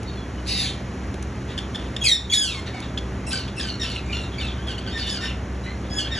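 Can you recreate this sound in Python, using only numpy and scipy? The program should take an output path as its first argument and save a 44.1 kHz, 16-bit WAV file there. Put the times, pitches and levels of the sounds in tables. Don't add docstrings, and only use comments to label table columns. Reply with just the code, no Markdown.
import sys
import numpy as np
from scipy import signal
from scipy.fft import rfft, irfft, next_fast_len
from scipy.io import wavfile
from scipy.ndimage import uniform_filter1d

SR = 44100
rng = np.random.default_rng(int(sys.argv[2]) if len(sys.argv) > 2 else 0)


def file_out(sig):
    cols = np.atleast_2d(sig).T
    lim = np.clip(cols, -1, 1)
    pcm = np.round(lim * 32767).astype(np.int16)
    wavfile.write(sys.argv[1], SR, pcm)


N = 272979
T = np.arange(N) / SR


def amp(db):
    return 10 ** (np.asarray(db) / 20)


def rms_one(x):
    return x / np.sqrt(np.mean(x ** 2) + 1e-20)


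def at_hz(points, hz):
    p = np.array(points)
    return np.interp(np.log(np.maximum(hz, 1)), np.log(np.maximum(p[:, 0], 1)), p[:, 1])


def drift(rate_hz, size=N):
    r = np.exp(-2 * np.pi * rate_hz / SR)
    noise = rng.standard_normal(size + 9000)
    return rms_one(signal.lfilter([1], [1, -2 * r, r * r], noise)[9000:])


def shaped(x, gain):
    size = next_fast_len(N + 4096)
    return irfft(rfft(x, size) * gain(np.fft.rfftfreq(size, 1 / SR)), size)[:N]


def hum(base_hz, partials, waver_rad=0.37, throb_db=1.5):
    phase = 2 * np.pi * base_hz * T + waver_rad * drift(1.89)
    return sum(amp(db + throb_db * drift(4.7)) * np.sqrt(2) * np.sin(k * phase + k * k) for k, db in partials)


def fan():
    # multiple of the turning rate, rms level in dB before swelling.
    partials = [(1, -35.5), (2, -47), (3, -42), (4, -47.5), (5, -49), (6, -49)]
    return hum(63.8, partials)


def second_machine():
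    # multiple of the turning rate, rms level in dB before swelling.
    partials = [(1, -49), (2, -42)]
    return hum(58.9, partials)


def air(patchy_db=0.5):
    # frequency in Hz, relative density in dB per Hz.
    spectrum = [(25, -28), (45, -12), (64, 2), (110, -2), (155, -8.5), (200, -5.5), (400, -12.5),
                (1000, -21), (1900, -23), (3000, -30), (4000, -35.5), (6500, -35), (9300, -44),
                (10600, -35.5), (11500, -26)]
    # frequency in Hz, level against the shared air in dB.
    spread = [(100, -49), (250, -22), (600, -15), (1200, -6.5), (1700, -8.5), (2200, -70), (5000, -81)]
    air_db = -31.5

    def shared_gain(hz):
        return amp(at_hz(spectrum, hz))

    def apart_gain(hz):
        return amp(at_hz(spectrum, hz) + at_hz(spread, hz))
    scale = 1 / np.std(shaped(rng.standard_normal(N), shared_gain))
    shared = shaped(rng.standard_normal(N), shared_gain)
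    apart = shaped(rng.standard_normal(N), apart_gain)
    return scale * amp(air_db + patchy_db * drift(0.94)) * np.array([shared, apart])


def ticks():
    # start in seconds, starting noise level in dB before the high-pass.
    steps = [(0.031, -28.5), (1.142, -29.5), (1.226, -25), (2.803, -26.5), (4.922, -42)]
    t60_s, low_hz = .018, 2200
    out, t = np.zeros(N), np.arange(900) / SR
    for s, start_db in steps:
        at = int(s * SR)
        out[at:at + 900] += amp(start_db - 60 * t / t60_s) * rng.standard_normal(900)
    return signal.sosfilt(signal.butter(2, low_hz, "high", fs=SR, output="sos"), out)


def voice(pitch_hz, level_db, rough, bright_db, beak_hz):
    # frequency in Hz, gain in dB.
    throat = [(750, -1.5), (1100, -2), (1400, -8.5), (1700, -7), (2500, 3), (3400, 0.5), (4300, 0),
              (5300, -5.5), (6500, -11), (8000, -6), (9700, -18.5), (11000, -3)]
    beak_db, beak_octaves = 6.5, 0.18
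    held_unrest, full_glide_octaves_s = .5, 8
    wobble, shake_db = .055, 6.5
    half_lines = .7
    rasp_share, rasp_bright_db = 1.35, 2
    rattle_db, rattle_hz = 6, 200
    n = len(pitch_hz)

    def colour(hz, bright_db):
        beak = beak_db * np.exp(-(np.log2(hz / beak_hz + 0.0012) / beak_octaves) ** 2)
        return amp(at_hz(throat, hz) + bright_db * np.log2(hz / 3400 + 0.00053) + beak)

    glide_octaves_s = uniform_filter1d(np.abs(np.gradient(np.log2(pitch_hz))) * SR, size=600)
    unrest = rough * np.clip(held_unrest + glide_octaves_s / full_glide_octaves_s, 0, 1.2)
    phase = 2 * np.pi * np.cumsum(pitch_hz * (1 + wobble * unrest * drift(354, size=n))) / SR

    tone = np.zeros(n)
    for k in range(1, 16):
        gain = (k * pitch_hz < 12000) * colour(k * pitch_hz, bright_db)
        flutter = amp(shake_db * np.sqrt(max(rough, 0)) * drift(104, size=n))
        tone += gain * np.sin(k * phase + k * k) * flutter
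    tone = tone * (1 + half_lines * rough ** 2 * drift(28, size=n) * np.sin(phase / 2))

    air_hz = np.fft.rfftfreq(n, 1 / SR)
    rasp_gain = colour(air_hz, np.max(bright_db) + rasp_bright_db) * (air_hz > .75 * pitch_hz.min())
    rasp = irfft(rfft(rng.standard_normal(n)) * rasp_gain, n)

    edge_s = .001 + .016 * rough
    edge = np.clip(np.minimum(np.arange(n), n - np.arange(n)) / (edge_s * SR), 0, 1)
    rattle = amp(rattle_db * rough * drift(rattle_hz, size=n))
    mix = rms_one(tone) * rattle + rasp_share * unrest * rms_one(rasp)
    return rms_one(mix) * edge * amp(level_db)


def held(s, length_s, pitch_hz, end_hz, level_db, change_db, rough, bright_db, echo_db, beak_hz):
    u = np.linspace(0, 1, int(length_s * SR))
    line_hz = pitch_hz + (end_hz - pitch_hz) * u
    return s, echo_db, voice(line_hz, level_db + change_db * u, rough, bright_db, beak_hz)


def scold(breathy=0.27):
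    # time in seconds, level in dB, mean pulse rate in Hz, throat pitch factor.
    course = [(0.45, -54, 240, 0.84), (.476, -34, 250, 0.99), (0.492, -30.5, 230, 0.99),
              (.54, -32.5, 150, 1.01), (0.601, -29.5, 160, 0.94), (0.649, -33, 160, 0.842),
              (0.698, -39, 130, 0.79), (0.721, -58, 192, 0.84), (.8, -64, 110, 1.3)]
    # frequency in Hz at factor 1, width in Hz of one filter pass, gain in dB.
    modes = [(1970, 270, -11), (2740, 780, -8), (3850, 290, -1.5), (4500, 580, -2), (5160, 560, -4),
             (6270, 1300, -15), (8000, 990, -12), (10400, 1800, -9)]
    s, level_db, rate_hz, factor = np.transpose(course)
    t = np.arange(s[0], s[-1], 1 / SR)
    turns = np.cumsum(np.interp(t, s, rate_hz) * (1 + 0.2 * drift(60, size=len(t)))) / SR
    pulses = np.diff(np.floor(turns), prepend=0)
    puffs = np.exp(-3.0 * (turns % 1)) * rng.standard_normal(len(t))
    source = 2.6 * pulses * (1 - breathy) + breathy * puffs

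    buzz = np.zeros(len(t))
    for k, (hz, width_hz, mode_db) in enumerate(modes):
        r, state = np.exp(-np.pi * width_hz / SR), np.zeros((2, 2))
        for i in range(0, len(t), 256):
            w = 2 * np.pi * hz * np.interp(t[i], s, factor) / SR
            section = [(1 - r * r) / 2, 0, (r * r - 1) / 2, 1, -2 * r * np.cos(w), r * r]
            part, state = signal.sosfilt([section] * 2, source[i:i + 256], zi=state)
            buzz[i:i + 256] += (-1) ** k * amp(mode_db) * part
    out, at = np.zeros(N), int(s[0] * SR)
    out[at:at + len(t)] = rms_one(buzz) * amp(np.interp(t, s, level_db))
    return out


def chip(s, level_db, top_hz, length_s, echo_db):
    arch_depth, beak_hz = .24, 3260
    clear_s, hoarse_s = .018, .026
    clear_rough, hoarse_rough = 0.0065, 0.75
    u = np.linspace(-1, 1, int(length_s * SR))
    hoarse = np.interp(length_s, [clear_s, hoarse_s], [0, 1])
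    rough = clear_rough + (hoarse_rough - clear_rough) * hoarse
    bright_db = -0.5 - 4 * hoarse
    pitch_hz = top_hz * (1 - arch_depth * u ** 2)
    return s, echo_db, voice(pitch_hz, np.full(len(u), level_db), rough, bright_db, beak_hz)


def slide(s, length_s, start_hz, rest_hz, end_hz, drop_s, rest_s, level_db, hold_s, end_db,
          rough, echo_db, beak_hz):
    drop_bend, accent_db = 1.6, 1
    mid_bright_db, effort_db, bright_per_db = 3, -22, 0.4756
    fade_dull_db = 5.5
    t = np.arange(int(length_s * SR)) / SR
    drop = np.clip(1 - t / drop_s, 0, 1) ** drop_bend
    sag = np.clip((t - rest_s) / max(length_s - rest_s, .001), 0, 1)
    fade = np.clip((t - hold_s) / max(length_s - hold_s, .001), 0, 1)
    pitch_hz = rest_hz + (start_hz - rest_hz) * drop + (end_hz - rest_hz) * sag
    bright_db = mid_bright_db + bright_per_db * (level_db - effort_db) - fade_dull_db * fade
    course_db = level_db + accent_db * drop + (end_db - level_db) * fade
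    return s, echo_db, voice(pitch_hz, course_db, rough, bright_db, beak_hz)


def birds():
    # start in seconds, length in seconds, pitch in Hz, end pitch in Hz,
    # level in dB, level change in dB, roughness 0-1, brightness in dB per octave, echo send in dB,
    # beak resonance in Hz.
    held_notes = [(0.052, 0.059, 3870, 3670, -48, -3, 0.27, -22, -3, 3800),
                  (0.074, 0.16, 4460, 4000, -44, -12, 0.4, -22, -7, 4900),
                  (0.169, 0.074, 3440, 3290, -47.5, -5, 0.1, -25, 1, 3400),
                  (.372, 0.039, 3010, 2964, -49, -3, .45, -15, -3, 3000),
                  (2.01, 0.048, 3315, 3230, -28.5, 3, 0.24, 0.5, 7.5, 2830),
                  (2.297, 0.065, 3317, 3490, -23, 0, 0.17, -2, 7.5, 1640),
                  (2.544, 0.06, 1115, 1045, -35, -0.5, .15, 0.5, -3.5, 2110),
                  (2.733, 0.075, 773, 680, -35.5, -9, 0.44, -4, -0.5, 2140),
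                  (3.262, 0.058, 2686, 2580, -35, -2.5, 0.46, 8, 7.5, 6000),
                  (3.559, 0.053, 2720, 2587, -34.5, -2.5, 0.46, 3, 2, 4700),
                  (3.795, 0.051, 1908, 1737, -32, 2, 0.4, -1, 4, 5300),
                  (4.045, 0.088, 2430, 2347, -45, 7, 0.83, 3.5, 3.5, 2360),
                  (4.135, 0.067, 3660, 3330, -42, 1, 0.8, -7, -3, 3500),
                  (4.39, 0.03, 3650, 3530, -36.5, -3, 0.58, -11, 4, 3500),
                  (4.194, 0.08, 3960, 3580, -40.5, -7, 0.63, 2, 0.5, 3700),
                  (4.453, 0.078, 3780, 3060, -36, -6, 0.57, -10, 0, 3640),
                  (4.579, 0.093, 1500, 1757, -44, -3, 0.32, -9, -4, 3200),
                  (4.315, 0.04, 3435, 3100, -39.5, -9, 0.37, -8, 4, 3600),
                  (4.377, 0.033, 2317, 2240, -34.5, -2, 0.47, 2, 3.5, 2450),
                  (4.8, 0.22, 3350, 3130, -39.5, -13, 0.74, -12, -13, 3360),
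                  (4.868, 0.07, 1494, 1853, -41, -8, 0.36, -5.5, 7, 4500),
                  (4.92, 0.062, 1826, 1790, -40, 11, 0.23, -5.5, 0.5, 3670),
                  (5.002, 0.041, 3670, 3550, -41, -4, 0.4, -12, 9, 3600),
                  (5.056, 0.039, 1767, 1825, -34.5, -1, 0.47, -0.5, 8, 3700),
                  (5.06, 0.067, 1500, 1500, -37, -2, 0.4, 3, 1.5, 3000),
                  (5.122, 0.054, 1653, 1420, -43, -1, 0.27, 3, -7, 3200),
                  (5.167, 0.08, 1404, 1520, -46, 4, 0.5, -8, 7, 1450),
                  (5.201, 0.054, 1834, 1788, -37, -0.5, 0.67, -0.5, 10, 5400),
                  (5.635, 0.034, 980, 972, -44, 0, 0.2, 2, -3, 3950),
                  (5.654, .075, 2000, 2090, -39.5, -2.5, 0.53, -17, -1.5, 4100),
                  (5.827, 0.058, 1536, 1880, -51, 0, 0.54, -7, -3, 3420),
                  (5.9, 0.089, 1669, 1695, -38.5, 6.5, 0.09, -2.5, 8, 5050),
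                  (6.045, 0.047, 1426, 1795, -37.5, 4.5, 0.28, -9, -4, 3300),
                  (6.077, 0.062, 1790, 1862, -45.5, -3, 0.5, -11, 10, 3700)]
    # start in seconds, length in seconds, start, rest and end pitch
    # in Hz, drop time in seconds, sag onset after start in seconds, level in dB, hold in seconds, end level
    # in dB, roughness 0-1, echo send in dB, beak resonance in Hz.
    slides = [(2.038, 0.097, 2716, 1875, 1754, 0.066, 0.079, -18, 0.11, -26, 0.14, 6, 4050),
              (2.32, 0.23, 2505, 1680, 1096, 0.036, 0.092, -16.5, 0.098, -37.5, 0.16, 3, 3480),
              (3.304, 0.16, 1944, 1548, 1303, 0.027, 0.071, -27, 0.058, -47, 0.68, -1.5, 3920),
              (3.589, 0.18, 1983, 1578, 1370, 0.033, 0.052, -30, 0.072, -41.5, 0.58, -3, 4100),
              (3.831, 0.17, 1767, 1534, 1308, 0.039, 0.049, -30.5, 0.097, -37, 0.78, -3.5, 3720),
              (3.822, 0.068, 1844, 1330, 1280, .028, 0.053, -33.5, 0.027, -49, 0.1, -3, 2880),
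              (4.119, 0.17, 1558, 1391, 1362, 0.024, 0.042, -31.5, 0.047, -46, 0.54, -5, 3070),
              (4.408, 0.12, 1663, 1350, 1102, 0.027, 0.037, -31, 0.021, -52, 0.44, -6.5, 3140),
              (4.667, 0.067, 1740, 1645, 1335, 0.0203, 0.0191, -34, 0.05, -45, 0.3, 1.5, 3380),
              (4.968, 0.093, 1846, 1490, 1416, 0.05, 0.058, -31.5, 0.025, -35.5, 0.65, 0, 4730),
              (5.089, 0.1, 1930, 1684, 1468, 0.0172, 0.0404, -25, 0.021, -37, 0.6, -2.5, 5300),
              (5.235, 0.1, 1840, 1458, 1280, 0.027, 0.0297, -37, 0.032, -52, 0.71, 6.5, 3120),
              (5.979, 0.076, 1720, 1462, 1410, 0.038, 0.017, -25, 0.018, -48.5, 0.23, 0.5, 3120),
              (6.113, 0.084, 1870, 1833, 1416, 0.0066, 0.014, -36.5, 0.073, -32, 0.17, 6.5, 5100)]
    # start in seconds, level in dB, top pitch in Hz, length in seconds, echo send in dB.
    chips = [(1.479, -42.5, 1896, 0.058, 2.5), (1.577, -26.5, 1814, 0.015, -5.5),
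             (1.744, -28.5, 1810, 0.02, -4), (1.792, -41, 1656, 0.01, -4),
             (1.802, -45.5, 1967, 0.079, -3.5), (1.964, -22.5, 1847, 0.0061, -7),
             (2.652, -38.5, 1960, 0.038, 4.5), (2.809, -42.5, 1880, 0.049, 2.5),
             (2.972, -26.5, 1750, 0.021, -9.5), (3.469, -36, 1603, 0.028, -4),
             (4.777, -33, 1554, 0.021, -6)]
    direct, sent = np.zeros(N + SR), np.zeros(N + SR)
    calls = [held(*r) for r in held_notes] + [slide(*r) for r in slides] + [chip(*r) for r in chips]
    for s, echo_db, call in calls:
        at = int(s * SR)
        direct[at:at + len(call)] += call
        sent[at:at + len(call)] += amp(echo_db) * call
    return direct[:N], sent[:N]


def hall(x):
    t60_s, treble_t60_s, gap_s, split_hz = .24, .2, .003, 5500
    late_t60_s, late_db = 0.5, -16
    t = np.arange(SR) / SR
    low, high = rng.standard_normal((2, SR)) * (t > gap_s)
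    low = signal.sosfilt(signal.butter(2, split_hz, fs=SR, output="sos"), low)
    low = low * (amp(-60 * t / t60_s) + amp(late_db - 60 * t / late_t60_s))
    high = signal.sosfilt(signal.butter(2, split_hz, "high", fs=SR, output="sos"), high)
    high = high * amp(-60 * t / treble_t60_s)
    echoes = low + high
    return signal.fftconvolve(x, echoes / np.linalg.norm(echoes))[:N]


def scene():
    hall_db, hall_apart_db = -2, -18
    direct, sent = birds()
    buzz, snaps = scold(), ticks()
    shared, apart = air()
    sent = amp(hall_db) * (sent + amp(6) * buzz + amp(-10.0) * snaps)
    apart = apart + amp(hall_apart_db) * hall(sent)
    field = direct + buzz + snaps + hall(sent) + fan() + second_machine() + shared
    return np.array([field + apart, field - apart])


def record(dry):
    # frequency in Hz, lead of the left port in radians.
    port_phase = [(0, 0), (1120, 0), (1460, -.3), (2670, .5), (4050, .45), (4570, 1.7), (5250, 5.3),
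                  (5510, 6.3), (6550, 6.3), (7920, 9.1), (9400, 9.5), (10200, 10.3), (11000, 11.5),
                  (11400, 12.6)]
    # frequency in Hz, left minus right in dB.
    port_balance = [(130, 0.0), (350, -1.5), (700, -1.5), (1500, 1.2), (2200, 0.0)]
    knee_db, slope, release_db_s, attack_s = -23, 0.5, 57, 0.058
    cutoff_hz = 11900
    hz, lead_rad = np.transpose(port_phase)

    def port(x, side):
        return shaped(x, lambda f: amp(side * at_hz(port_balance, f))
                      * np.exp(1j * side * np.interp(f, hz, lead_rad)))

    ports = np.array([port(x, side) for x, side in zip(dry, (.5, -.5))])
    level_db = 10 * np.log10(uniform_filter1d(np.mean(ports ** 2, axis=0), size=2000) + 1e-12)
    held_db = np.maximum.accumulate(level_db + release_db_s * T) - release_db_s * T
    cut_db = slope * np.maximum(held_db - knee_db, 0)
    r = np.exp(-1 / (attack_s * SR))
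    steady = ports * amp(-signal.lfilter([1 - r], [1, -r], cut_db))
    return signal.sosfilt(signal.cheby2(12, 70, cutoff_hz, fs=SR, output="sos"), steady)


dry = scene()
out = record(dry)
file_out(out)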